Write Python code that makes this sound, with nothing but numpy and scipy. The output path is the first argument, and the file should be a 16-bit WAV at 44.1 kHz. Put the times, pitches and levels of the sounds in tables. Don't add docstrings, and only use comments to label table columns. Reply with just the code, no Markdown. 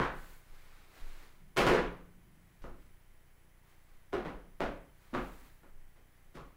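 import sys
import numpy as np
from scipy import signal
from scipy.fft import rfft, irfft
from scipy.io import wavfile

SR = 44100
rng = np.random.default_rng(int(sys.argv[2]) if len(sys.argv) > 2 else 0)


def wrap_up_sound(samples):
    columns = np.atleast_2d(samples).T
    tamed = np.clip(columns, -1, 1)
    steps = np.round(tamed * 32767).astype(np.int16)
    wavfile.write(sys.argv[1], SR, steps)


N = 289610
TIME = np.arange(N) / SR

# start in seconds, strength in dB, bass weight in dB, treble in dB,
# pitch of the struck part in Hz, its lift in dB, direct sound in dB, change per rebound in dB.
KNOCKS = [ (0.000, 14.5, -2, -11, 1100, 5.5, -4.5, -9.5), (0.015, 10.5, -8, -11.5, 1590, 10.5, -10, -6.5),
          (0.004, -1.5, 7.5, -35, 131, 11, 8, -16), (1.569, 16.5, 1, 6.5, 464, 4, -15.5, -0.5),
          (1.595, 14.5, 4.5, -9, 800, 3, -8, -8), (1.667, 18.5, 0.5, -0.5, 330, 3.5, -7.5, -3.5),
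          (1.748, 13, -14, -10.5, 530, 2, -12, -1), (1.790, 8.5, 1.5, -20, 172, 5, -2, -16),
          (2.62, -23, 5, 13, 6300, 5, -9, -14), (2.641, -8.5, 14, -12, 1180, 6.5, -5, -7.5),
          (4.130, 8, 3.5, -7.5, 650, 6.5, -10, -7.5), (4.137, -12, -5, -8, 389, 31.5, 9.5, -30),
          (4.176, 3, 5, -29, 254, 8, -6, -12), (4.250, 4.5, 7, -10.5, 475, 1.5, -11, -6),
          (4.605, 10.5, 3.5, -7, 616, 6, -5.5, -3), (5.131, -8, 10, -40, 251, 22, -1.5, -30),
          (5.139, 7.5, 6, -8.5, 350, -0.5, -12, -2.5), (5.149, 8, -15.5, -14.5, 1200, 8, -2.5, -5.5),
          (5.633, -15, 5.5, -15, 460, -1, -6.5, -9), (5.962, -23, 6, 0, 1180, -4, -11, -8),
          (6.346, -16, 18.5, 14.5, 158, 1.5, -20, -13), (6.372, -7.5, 7, -15, 1200, 10, -5, -8)]
# time in seconds, strength of the slips in dB.
DRAG = [(1.56, -12), (1.585, 2), (1.62, -2), (1.65, 7), (1.68, 9.5), (1.72, 12), (1.76, 4), (1.79, -3),
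        (1.83, -20)]
# frequency in Hz, level in dB.
WOOD_COLOUR = [(20, -2.5), (45, 0), (80, -17.5), (120, -7.5), (170, -5), (250, -3), (400, -3), (700, -5.5),
               (1250, -5.5), (2000, -9), (3000, -14), (5000, -23), (8000, -31), (15000, -39.5)]
# frequency in Hz, relative level in dB, T60 in seconds.
RINGING_MODES = [(42.8, -8.5, 1), (136.5, 4.5, 0.11), (177.5, -7.5, 0.95), (291, -5, 0.613),
                 (358.9, 7.5, 0.34), (442.5, 1.5, 0.3), (504, -0.5, 0.34), (510, -5, 0.55), (556, 0, 0.44),
                 (680.5, 1, 0.44), (780, -17, 1), (857, -14, 0.63), (995, 3, 0.43), (1076, 3.5, 0.15),
                 (1285, -2, 0.332), (1440, 6.5, 0.29), (1513, -14, 0.95), (1916, -2, 0.49)]
# frequency in Hz, T60 in seconds.
KITCHEN_T60 = [(50, 0.83), (150, 0.51), (400, 0.46), (1200, 0.44), (2500, 0.44), (5000, 0.39),
               (14000, 0.32)]
# start in seconds, level in dB, frequency in Hz.
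STEPS = [(0.169, -38, 20.5), (0.497, -42.5, 16.7), (1.016, -32, 16.5), (2.614, -39, 16.6),
         (2.628, -51.5, 52), (3.953, -48, 9.9), (4.15, -46, 53), (5.168, -38.5, 43), (5.739, -42, 15.6),
         (6.01, -61, 29), (6.382, -50, 46)]
# start in seconds, length in seconds, body in dB, fizz in dB.
RUSTLES = [(0.08, 0.26, -62.5, -64.5), (0.442, 0.4, -65.5, -78), (0.871, 0.37, -61, -71.5),
           (2.338, 0.34, -79, -87.5), (2.746, 0.058, -71.5, -77), (3.616, 0.091, -69, -75),
           (3.837, 0.084, -73, -88), (4.92, 0.28, -70, -75), (5.15, 0.31, -65.5, -68),
           (6.063, 0.072, -75, -78)]
# frequency in Hz, relative level in dB.
CLOTH_BODY = [(100, -16), (300, -2), (600, -5), (1300, -3), (2200, -4.5), (3000, -10.5), (4000, -10.5),
              (5500, -16), (12000, -23)]
# frequency in Hz, relative level in dB.
CLOTH_FIZZ = [(1000, -11), (4000, -17.5), (7000, 2), (9000, 1), (13500, 3), (16000, 5.5)]
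# frequency in Hz, relative level in dB.
RUMBLE_COLOUR = [(40, -13), (100, 4), (190, 8), (260, -5), (360, -4), (500, -37), (1500, -49)]
# frequency in Hz, relative level in dB per Hz.
BACKGROUND_COLOUR = [(8, -7), (20, 11.5), (45, -14), (100, -19.5), (200, -23), (400, -26.5), (800, -27.5),
                     (1400, -29.5), (2050, -27.5), (2700, -34.5), (4300, -40.5), (9000, -41.5),
                     (14000, -40), (15600, -52)]
# centre in Hz, width in Hz, level in dB.
WHINES = [(3063, 75, -90), (6030, 110, -97), (8000, 6.6, -95), (10070, 410, -85), (13000, 420, -89),
          (15340, 530, -83)]
# multiple of the fundamental, level in dB.
BUZZ_HARMONICS = [(2, -73), (3, -75), (4, -77), (5, -78), (6, -84), (7, -87.5), (10, -104.5), (11, -85),
                  (13, -86.5)]

GRAZE_LEAD_S, GRAZE_DB, GRAZE_DIRECT_DB = 0.0055, -10.5, -17
REBOUND_S, REBOUND_SPREAD = 0.0105, 1.6
REBOUND_TREBLE_DB, REBOUND_WEIGHT_DB = -7.5, -4
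STEP_T60_S = 0.85
RUSTLE_RISE_S, RUSTLE_FALL_S = 0.11, 0.1
RUMBLE_START_S, RUMBLE_LENGTH_S, RUMBLE_DB = 1.29, 1.08, -66
RUMBLE_RISE_S, RUMBLE_FALL_S = 0.12, 0.2
BACKGROUND_DB = -58.5
BUZZ_HZ = 29.87
BAND_LIMIT_HZ = 15800


def amp(db):
    return 10 ** (np.asarray(db) / 20)


def unit(x):
    return x / np.sqrt(np.mean(x ** 2) + 1e-20)


def read(points, hz):
    table_hz, value = np.transpose(points)
    return np.interp(np.log(hz + 1), np.log(table_hz), value)


def add(mix, s, sound):
    part = mix[max(round(s * SR), 0):][:len(sound)]
    part += sound[:len(part)]


def decay(t, t60):
    return np.exp(-np.log(1000) * t / t60)


def noise(gain_at):
    spectrum = rfft(rng.standard_normal(N))
    return unit(irfft(spectrum * gain_at(np.fft.rfftfreq(N, 1 / SR)), N))


def hiss(points):
    return noise(lambda hz: amp(read(points, hz)))


def blow(weight_db, treble_db, part_hz, lift_db, bass_hz=450, treble_hz=2700,
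         part_width=0.18, bending=0.348, size=4096):
    signed_hz = np.fft.fftfreq(size, 1 / SR)
    hz = abs(signed_hz)
    db = read(WOOD_COLOUR, hz)
    db = db + weight_db / (1 + (hz / bass_hz) ** 2)
    db = db + treble_db * hz ** 2 / (hz ** 2 + treble_hz ** 2)
    db = db + lift_db / (1 + ((hz / part_hz - 1) / part_width) ** 2)
    causal = np.exp(np.conj(signal.hilbert(np.log(amp(db)))))
    lag = bending * np.sign(signed_hz) * np.sqrt(hz)
    return np.fft.ifft(causal * np.exp(-1j * lag)).real[:size // 2]


def kitchen(direct_db, ring_db=-55.5, build_s=0.0068, taps_per_s=3500):
    t = np.arange(SR) / SR
    density = taps_per_s / SR * (1 - np.exp(-t / build_s))
    taps = rng.choice([-1, 1], SR) * (rng.random(SR) < density)
    hz, at, bands = signal.stft(taps, SR, nperseg=512)
    damped = bands * decay(at, read(KITCHEN_T60, hz)[:, None])
    tail = signal.istft(damped, SR)[1][:SR]
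    path = tail / np.linalg.norm(tail)
    path[0] += amp(direct_db)
    for mode_hz, db, t60 in RINGING_MODES:
        tone = np.sin(2 * np.pi * (mode_hz * t + rng.random()))
        path += amp(ring_db + db) * decay(t, t60) * tone
    return path


def knocks(count=3):
    out = np.zeros(N)
    for s, db, weight_db, treble_db, part_hz, lift_db, direct_db, rebound_db in KNOCKS:
        graze = blow(weight_db, treble_db, part_hz, lift_db=0)
        graze_in_room = signal.fftconvolve(graze, kitchen(GRAZE_DIRECT_DB))
        add(out, s - GRAZE_LEAD_S, amp(db + GRAZE_DB) * graze_in_room)
        for k in range(count):
            contact_weight_db = weight_db + k * REBOUND_WEIGHT_DB
            contact_treble_db = treble_db + k * REBOUND_TREBLE_DB
            contact = blow(contact_weight_db, contact_treble_db, part_hz, lift_db)
            contact_in_room = signal.fftconvolve(contact, kitchen(direct_db))
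            add(out, s + REBOUND_S * k ** REBOUND_SPREAD, amp(db + k * rebound_db) * contact_in_room)
    return out


def drag(slips_per_s=85, uneven=0.3, scatter_db=2, count=32):
    s, db = np.transpose(DRAG)
    gap, size = rng.standard_normal((count, 2)).T
    times = s[0] + np.cumsum(np.exp(uneven * gap)) / slips_per_s
    levels_db = np.interp(times, s, db) + scatter_db * size
    slips = np.zeros(N)
    for at, slip_db in zip(times[times < s[-1]], levels_db):
        add(slips, at, amp(slip_db) * kitchen(direct_db=-8.0))
    slip_pulse = blow(weight_db=-3.5, treble_db=-11.0, part_hz=443, lift_db=9.5)
    return signal.oaconvolve(slips, slip_pulse)[:N]


def steps(rise_s=0.005):
    out, t = np.zeros(N), np.arange(SR) / SR
    envelope = (1 - np.exp(-t / rise_s)) ** 2 * decay(t, STEP_T60_S)
    for s, db, hz in STEPS:
        add(out, s, amp(db) * envelope * np.sin(2 * np.pi * hz * t))
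    return out


def swell(start, length, rise_s, fall_s):
    t = TIME - start
    return np.clip(t / rise_s, 0, 1) * np.exp(-np.maximum(t - length, 0) / fall_s)


def clothes(grain_db=0.5, grain_hz=90):
    body, fizz = np.zeros((2, N))
    for s, length, body_db, fizz_db in RUSTLES:
        stroke = swell(s, length, RUSTLE_RISE_S, RUSTLE_FALL_S)
        body += amp(body_db) * stroke
        fizz += amp(fizz_db) * stroke
    catches = amp(grain_db * noise(lambda hz: 1 / (1 + (hz / grain_hz) ** 2)))
    return catches * (body * hiss(CLOTH_BODY) + fizz * hiss(CLOTH_FIZZ))


def rumble():
    envelope = swell(RUMBLE_START_S, RUMBLE_LENGTH_S, RUMBLE_RISE_S, RUMBLE_FALL_S)
    return amp(RUMBLE_DB) * envelope * hiss(RUMBLE_COLOUR)


def whines():
    out = np.zeros(N)
    for centre, width, db in WHINES:
        out += amp(db) * noise(lambda hz: np.exp(-2 * ((hz - centre) / width) ** 2))
    return out


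def buzz():
    out = np.zeros(N)
    for multiple, db in BUZZ_HARMONICS:
        out += amp(db) * np.sqrt(2) * np.cos(2 * np.pi * multiple * BUZZ_HZ * TIME)
    return out


def background():
    return amp(BACKGROUND_DB) * hiss(BACKGROUND_COLOUR) + whines() + buzz()


def scene():
    return (knocks() + drag() + steps() + clothes() + rumble() + background())[None]


def record(dry):
    lowpass = signal.firwin(801, BAND_LIMIT_HZ, window=("kaiser", 9), fs=SR)
    return signal.oaconvolve(dry, lowpass[None], "same")


dry = scene()
out = record(dry)
wrap_up_sound(out)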